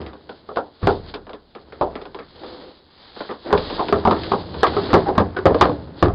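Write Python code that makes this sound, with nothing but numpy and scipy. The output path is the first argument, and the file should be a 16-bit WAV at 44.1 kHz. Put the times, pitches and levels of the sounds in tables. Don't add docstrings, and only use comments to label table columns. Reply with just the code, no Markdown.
import sys
import numpy as np
from scipy import signal
from scipy.fft import rfft, irfft, next_fast_len
from scipy.io import wavfile
from scipy.ndimage import uniform_filter1d

SR = 44100
rng = np.random.default_rng(int(sys.argv[2]) if len(sys.argv) > 2 else 0)


def unload_wav(signal):
    wavfile.write(
        sys.argv[1],
        SR,
        np.round(np.clip(np.atleast_2d(signal).T, -1, 1) * 32767).astype(np.int16),
    )


N = 270774

BLOW_S = 0.6
ATTACK_S = 0.03
T = np.arange(int(BLOW_S * SR)) / SR

# (time [s], plank low mode [Hz], plank high mode [Hz], top of the knock [Hz], strength [dB],
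# hardness = toe knock over plank body [dB], weight = toe joist thud over plank body [dB],
# heel after toe [s], heel over toe [dB])
FOOTFALLS = [(0.4885, 434, 1110, 1500, -36, 0.5, -26, 0.024, 0),
             (0.57, 533, 1066, 1460, -23.5, 2.5, -25, 0.013, -8),
             (0.8293, 166, 1210, 2000, -30.5, -5.5, 10, .014, -5),
             (0.8705, 399, 1056, 1700, -14, -1.5, -28, .018, -4),
             (1.8112, 594, 780, 1270, -20, 1.5, -12.5, 0.011, 0.5),
             (3.5272, 410, 987, 1770, -13, -2.5, -11, 0.022, -5),
             (3.794, 354, 810, 1194, -24.5, 5.5, -25.5, 0.016, -6.5),
             (3.925, 404, 686, 1670, -14, -2.5, -12, .031, -6.5),
             (4.051, 216, 780, 1420, -20.5, 5.5, -10, 0.022, 7.5),
             (4.1096, 354, 1020, 1680, -19, 2.5, -8, 0.022, -11),
             (4.317, 395, 743, 1480, -22, 5, -10.5, 0.018, 1.5),
             (4.631, 471, 760, 1780, -16.5, 5.5, -29, .012, -11),
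             (4.7663, 409, 745, 1560, -18.5, -4.5, -13.5, 0.017, -4.5),
             (4.9306, 227, 842, 1860, -15, -2, -9, .02, -7.5),
             (4.9391, 379.5, 906, 1970, -6.5, -7, -13, 0.023, -6.5),
             (5.087, 385, 780, 1050, -22, -1, -16, 0.024, -2),
             (5.179, 207.6, 840, 1770, -14, -0.5, -8.5, .021, 0),
             (5.366, 375, 1480, 1990, -29, 0, -15, .022, 4),
             (5.455, 538, 820, 1930, -7, -6.5, -9, 0.011, -10),
             (5.5078, 428, 876, 1470, -15.5, -16.5, -22, .02, -13),
             (5.5449, 457, 1140, 1860, -16.5, -7.5, -20, 0.011, -10),
             (5.6103, 369, 1160, 1890, -14.5, 7, -10, .014, -3.5),
             (5.6541, 447, 1190, 1760, -16.5, -5, -11, .02, -15),
             (5.695, 292, 1095, 1600, -20.5, -9.5, -7, 0.023, -6),
             (6.0251, 359, 750, 1820, -12.5, -2, -3, 0.031, -4.5),
             (6.0823, 406, 773, 1370, -27, 1, -15, .02, -16)]
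# (frequency [Hz], width [Hz], level [dB])
PLANK_RESONANCES = [(222.6, 61, -6.5), (304.7, 42, -1), (409.7, 60.4, 2), (514, 122, 0.5), (643, 414, -7)]
# (frequency [Hz], width [Hz], level [dB])
KNOCK_RESONANCES = [(728, 174, -1.5), (1037, 354, 4), (1250, 478, 5), (1405, 231, 2), (1723, 250, -13)]
# (frequency [Hz], level [dB])
CRACK_COLOUR = [(900, -22), (1700, -3.5), (2200, 2.5), (2700, 1.5), (3500, 5), (4400, -0.5), (5500, -1.5),
                (9000, -25)]
# (frequency [Hz], level [dB])
SCUFF_COLOUR = [(100, -18.5), (200, -6.5), (300, 2.5), (420, 0.5), (620, -6), (800, -7.5), (1150, -13.5),
                (1600, -16.5), (2400, -28.5), (4000, -30)]


def hooves():
    toe_ring_t60_s, heel_ring_t60_s = 0.055, 0.099
    heel_hardness_db, heel_weight_db = -9.5, -3
    out = np.zeros(N)
    for s, low_hz, high_hz, top_hz, db, hardness_db, weight_db, heel_s, heel_db in FOOTFALLS:
        toe = blow(s, low_hz, high_hz, top_hz, db, hardness_db, weight_db, toe_ring_t60_s)
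        heel = blow(s, low_hz, high_hz, top_hz, db + heel_db, hardness_db + heel_hardness_db,
                    weight_db + heel_weight_db, heel_ring_t60_s)
        add(out, s, toe)
        add(out, s + heel_s, heel)
    return out


def blow(s, low_hz, high_hz, top_hz, body_db, hardness_db, weight_db, ring_t60):
    wet_db = wetness_db(s)
    body_force = contact(direct_db=-7.5, chatter_t60=0.15, porch_db=wet_db, porch_t60=0.22)
    body = soften(resonate(body_force, PLANK_RESONANCES, scatter_db=3.5), hz=980)
    knock_force = contact(direct_db=-7, chatter_t60=0.19, porch_db=wet_db, porch_t60=0.19)
    knock = resonate(knock_force, KNOCK_RESONANCES, scatter_db=1.95)
    crack_force = contact(direct_db=-0.5, chatter_t60=0.067, porch_db=wet_db, porch_t60=0.11)
    crack = struck(colour(crack_force, CRACK_COLOUR))

    knock = soften(soften(knock, top_hz), top_hz)
    knock = mellow(knock, hz=1240, t60=0.55)
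    knock = knock + band(knock, high_hz, width=680)
    body = struck(struck(body) + plank_mode(low_hz, 1.65 * ring_t60))
    knock = struck(struck(knock) + undb(-9.0) * plank_mode(high_hz, 0.48 * ring_t60))

    crack_db = -16 + 17.5 * np.log2(top_hz / 1716)
    thud = undb(weight_db) * joists(distance(s))
    attack = undb(hardness_db) * (knock + undb(crack_db) * crack)
    return undb(body_db) * (body + thud + attack)


def contact(direct_db, chatter_t60, porch_db, porch_t60):
    hits = rng.standard_normal(len(T)) * (rng.random(len(T)) < 3500 / SR)
    chatter = hits * fade(chatter_t60)
    wash = rng.standard_normal(len(T)) * fade(porch_t60) * (1 - fade(0.25))
    force = chatter / np.linalg.norm(chatter) + undb(porch_db) * wash / np.linalg.norm(wash)
    force[0] += undb(direct_db)
    return force


def resonate(x, modes, scatter_db):
    out = 0
    for k, (hz, width, db) in enumerate(modes):
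        gain = undb(db + scatter_db * rng.standard_normal())
        out = out + (-1) ** k * gain * band(x, hz, width)
    return out


def plank_mode(hz, t60):
    neighbour_hz = hz * (1 + 0.15 * rng.standard_normal())
    pair = np.sin(2 * np.pi * hz * T) + 0.089 * np.sin(2 * np.pi * neighbour_hz * T)
    return struck(pair * fade(t60) * (1 - fade(0.0011)))


def joists(metres):
    # (frequency [Hz], level [dB], t60 [s])
    joist_modes = [(49, -23, 0.22), (69.5, -5.5, .55), (92.1, -1, 0.53), (112.5, -2, 0.36),
                   (125.6, -13, 0.27), (175.3, 5, 0.44), (210, 1.5, 0.084)]
    sway = 0
    for hz, db, t60 in joist_modes:
        detune, size, phase = rng.standard_normal(3)
        loss_db = 5 * metres * max(np.log2(hz / 125), 0)
        gain = undb(db + 2 * size - loss_db)
        swing = np.sin(2 * np.pi * hz * (1 + 0.019 * detune) * T + np.pi * phase)
        sway = sway + gain * fade(t60) * swing
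    return struck(sway * (1 - fade(0.08)) * (0.1 + fade(0.044)))


def mellow(x, hz, t60):
    return x * fade(t60) + soften(x, hz) * (1 - fade(t60))


def distance(s):
    # (time [s], distance [m])
    approach = [(0, 4.7), (3.5, 3), (6.14, 1.8)]
    return max(np.interp(s, *np.transpose(approach)), 0.5)


def wetness_db(s):
    return 10 * np.log10(distance(s)) - 12


def taps():
    # (time [s], strength [dB], sharpness = crack over plank body [dB])
    touches = [(0.014, -42, -7), (0.063, -38.5, -8.5), (0.131, -40, -15), (0.292, -35.5, -11.5),
               (0.559, -31.5, -13), (1.139, -31.5, -5.5), (1.267, -41.5, -15), (1.292, -38, -12.5),
               (1.332, -36.5, -10), (1.55, -37.5, -13), (1.723, -39.5, -12.5), (1.954, -31.5, -13.5),
               (2.014, -39, -9), (2.053, -38.5, -10.5), (2.145, -34, -11.5), (2.188, -35.5, -13.5),
               (2.434, -36.5, -16), (3.163, -39, -21), (3.205, -29.5, -15), (3.291, -30, -34),
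               (3.31, -31.5, -15), (3.505, -25.5, -25), (3.576, -28.5, -5), (3.699, -29.5, -9.5),
               (3.884, -27, -7.5), (4.164, -31.5, -15), (4.234, -34.5, -3), (4.542, -33.5, -13.5),
               (4.667, -26, -5.5), (4.734, -30, -16), (4.903, -28.5, -12), (5.152, -29.5, -20)]
    knock_db = -4.5
    out = np.zeros(N)
    for s, db, sharpness_db in touches:
        wet_db = wetness_db(s)
        body_force = contact(direct_db=-9.5, chatter_t60=0.2, porch_db=wet_db, porch_t60=0.042)
        body = soften(resonate(body_force, PLANK_RESONANCES, scatter_db=0.0), hz=930)
        knock_force = contact(direct_db=-4.0, chatter_t60=0.21, porch_db=wet_db, porch_t60=0.069)
        knock = soften(resonate(knock_force, KNOCK_RESONANCES, scatter_db=2.0), hz=2200)
        crack_force = contact(direct_db=-10.5, chatter_t60=0.046, porch_db=wet_db, porch_t60=0.08)
        crack = colour(crack_force, CRACK_COLOUR)
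        tap = struck(body) + undb(knock_db) * struck(knock) + undb(sharpness_db) * struck(crack)
        add(out, s, undb(db) * tap)
    return out


def slides():
    # (start [s], length [s], level [dB], plank mode [Hz], mode above the broad scuff [dB])
    slide_rows = [(0.813, 0.067, -28, 1135, -10), (2.301, 0.47, -38.5, 501, -9),
                  (3.443, 0.082, -27.5, 430, -29), (3.77, 0.058, -22.5, 908, 12),
                  (4.329, 0.043, -22.5, 408, 4), (5.053, 0.063, -20, 780, -0.5),
                  (5.36, 0.037, -25.5, 1480, 7)]
    out = np.zeros(N)
    for s, length, db, hz, mode_db in slide_rows:
        slips = grains(rate=9700, spread_db=1.0, size=len(T))
        mode = soften(band(slips, hz, width=19), hz=3.9 * hz)
        rub = unit(unit(colour(slips, SCUFF_COLOUR)) + undb(mode_db) * unit(mode))
        pressure = np.sin(np.pi * np.minimum(T / length, 1))
        add(out, s, undb(db) * pressure * rub)
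    return out


def heaves():
    # (time [s], sway level before its onset and decay [dB])
    shifts = [(0.829, -34), (1.811, -42), (3.53, -34.5), (4.06, -41), (4.94, -41), (5.455, -48),
              (6.027, -26)]
    frame_hz, frame_t60_s = 35.4, 1.5
    out = np.zeros(N)
    for s, db in shifts:
        age = np.maximum(np.arange(N) / SR - s, 0)
        sway = np.sin(2 * np.pi * frame_hz * age) * fade(frame_t60_s, age) * (1 - fade(0.11, age))
        out += undb(db) * sway
    return out


def shuffling():
    # (time [s], deck rumble level [dB], hoof scuff level [dB])
    between_steps = [(0.0, -32.5, -31.5), (0.16, -51, -51), (0.78, -61, -57), (1.05, -43, -42.5),
                     (1.45, -58.5, -60.5), (2.0, -50, -39), (2.25, -53, -64), (2.7, -58, -57),
                     (3.1, -66, -63), (3.46, -52.5, -52), (3.68, -50, -33.5), (4.1, -35, -31),
                     (4.45, -34.5, -40), (4.85, -30, -27.5), (5.38, -41, -38), (5.62, -35, -29.5),
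                     (5.87, -36, -44.5), (6.14, -53, -37)]
    # (frequency [Hz], level [dB])
    rumble_colour = [(20, -36), (35, -20), (50, -27), (70, 4.5), (95, -6.5), (140, -6), (175, -6.5),
                     (260, -10.5), (500, -16)]
    rumble_db, scuff_db = curves(between_steps)
    s, _, _, _, strength_db, _, weight_db, _, _ = np.transpose(FOOTFALLS)
    shaken = aftermath(s, strength_db + weight_db - 10.5, t60=0.93)
    ground = aftermath(s, strength_db - 16, t60=0.2)
    rumble = unit(soften(colour(rng.standard_normal(N), rumble_colour), hz=600))
    scuff = unit(colour(grains(rate=3000, spread_db=0.0, size=N), SCUFF_COLOUR))
    scuff = scuff * undb(0.34 * walk(23))
    return rumble * np.hypot(undb(rumble_db), shaken) + scuff * np.hypot(undb(scuff_db), ground)


def aftermath(times, levels_db, t60):
    power = np.zeros(N)
    for s, db in zip(times, levels_db):
        add(power, s, (undb(db) * fade(t60) * (1 - fade(0.2))) ** 2)
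    return np.sqrt(power)


def rustling():
    # (time of the peak [s], length [s], peak level [dB])
    strokes = [(0.35, .5, -55), (0.904, 0.13, -38), (1.096, 0.049, -41.5), (1.82, 0.42, -54),
               (2.503, 0.32, -43.5), (3.036, 0.2, -46.5), (3.224, 0.14, -38), (3.468, 0.047, -39),
               (3.756, 0.36, -34.5), (4.253, 0.29, -35.5), (4.65, 0.2, -36), (4.836, 0.28, -33.5),
               (5.628, 0.22, -40.5), (5.997, 0.057, -44)]
    # (frequency [Hz], level [dB])
    rustle_colour = [(1000, 2.5), (1900, -3), (2550, -7.5), (3400, 2), (4300, 3), (4900, -1), (7000, -19.5)]
    edge_db, shape, rest_db = -6.5, 1.28, -62
    t = np.arange(N) / SR
    power = undb(rest_db) ** 2
    for s, length, db in strokes:
        from_peak = np.abs(2 * (t - s) / length)
        power = power + undb(db + edge_db * from_peak ** shape) ** 2
    crinkle = unit(colour(grains(rate=7000, spread_db=-1.0, size=N), rustle_colour))
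    return crinkle * np.sqrt(power) * undb(1.5 * walk(35))


def grains(rate, spread_db, size):
    spread = undb(spread_db * np.minimum(rng.exponential(size=size), 5))
    strength = spread * rng.standard_normal(size)
    return strength * (rng.random(size) < rate / SR)


def walk(rate):
    k = int(SR / rate)
    held = np.repeat(rng.standard_normal(N // k + 1), k)
    slewed = uniform_filter1d(uniform_filter1d(held, k), k)
    return unit(slewed[:N])


def curves(table):
    s, *columns = np.transpose(table)
    return [np.interp(np.arange(N) / SR, s, c) for c in columns]


def undb(db):
    return 10 ** (np.asarray(db) / 20)


def fade(t60, t=T):
    return np.exp(-np.log(1000) * t / t60)


def unit(x):
    return x / np.sqrt(np.mean(x ** 2))


def struck(x):
    return x / np.sqrt(np.mean(x[:int(ATTACK_S * SR)] ** 2))


def colour(x, points):
    hz, db = np.transpose(points)
    n = 2 * next_fast_len(len(x))
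    freq = np.maximum(np.arange(n // 2 + 1) * SR / n, 1)
    gain = undb(np.interp(np.log(freq), np.log(hz), db))
    cepstrum = irfft(np.log(gain))
    cepstrum[1:n // 2] *= 2
    cepstrum[n // 2 + 1:] = 0
    return irfft(rfft(x, n) * np.exp(rfft(cepstrum)))[:len(x)]


def band(x, hz, width):
    return signal.lfilter(*signal.iirpeak(hz, hz / width, fs=SR), x)


def soften(x, hz):
    return signal.sosfilt(signal.butter(4, min(hz, SR / 3), fs=SR, output="sos"), x)


def add(track, s, sound):
    start = int(np.clip(s * SR, 0, N - 1))
    track[start:start + len(sound)] += sound[:N - start]


def scene():
    return (hooves() + heaves() + taps() + slides() + shuffling() + rustling())[None]


def overload(x):
    ceiling, knee = 0.73, 4.5
    return x / (1 + np.abs(x / ceiling) ** knee) ** (1 / knee)


def record(dry):
    voice_band_hz, top_hz = 5050, 15700
    leak_db, preamp_db = -43, -92
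    narrow = signal.sosfilt(signal.butter(32, voice_band_hz, fs=SR, output="sos"), dry)
    clipped = overload(narrow + undb(leak_db) * dry)
    noisy = clipped + undb(preamp_db) * rng.standard_normal(N)
    return signal.sosfilt(signal.ellip(8, 0.2, 70, top_hz, fs=SR, output="sos"), noisy)


dry = scene()
out = record(dry)
unload_wav(out)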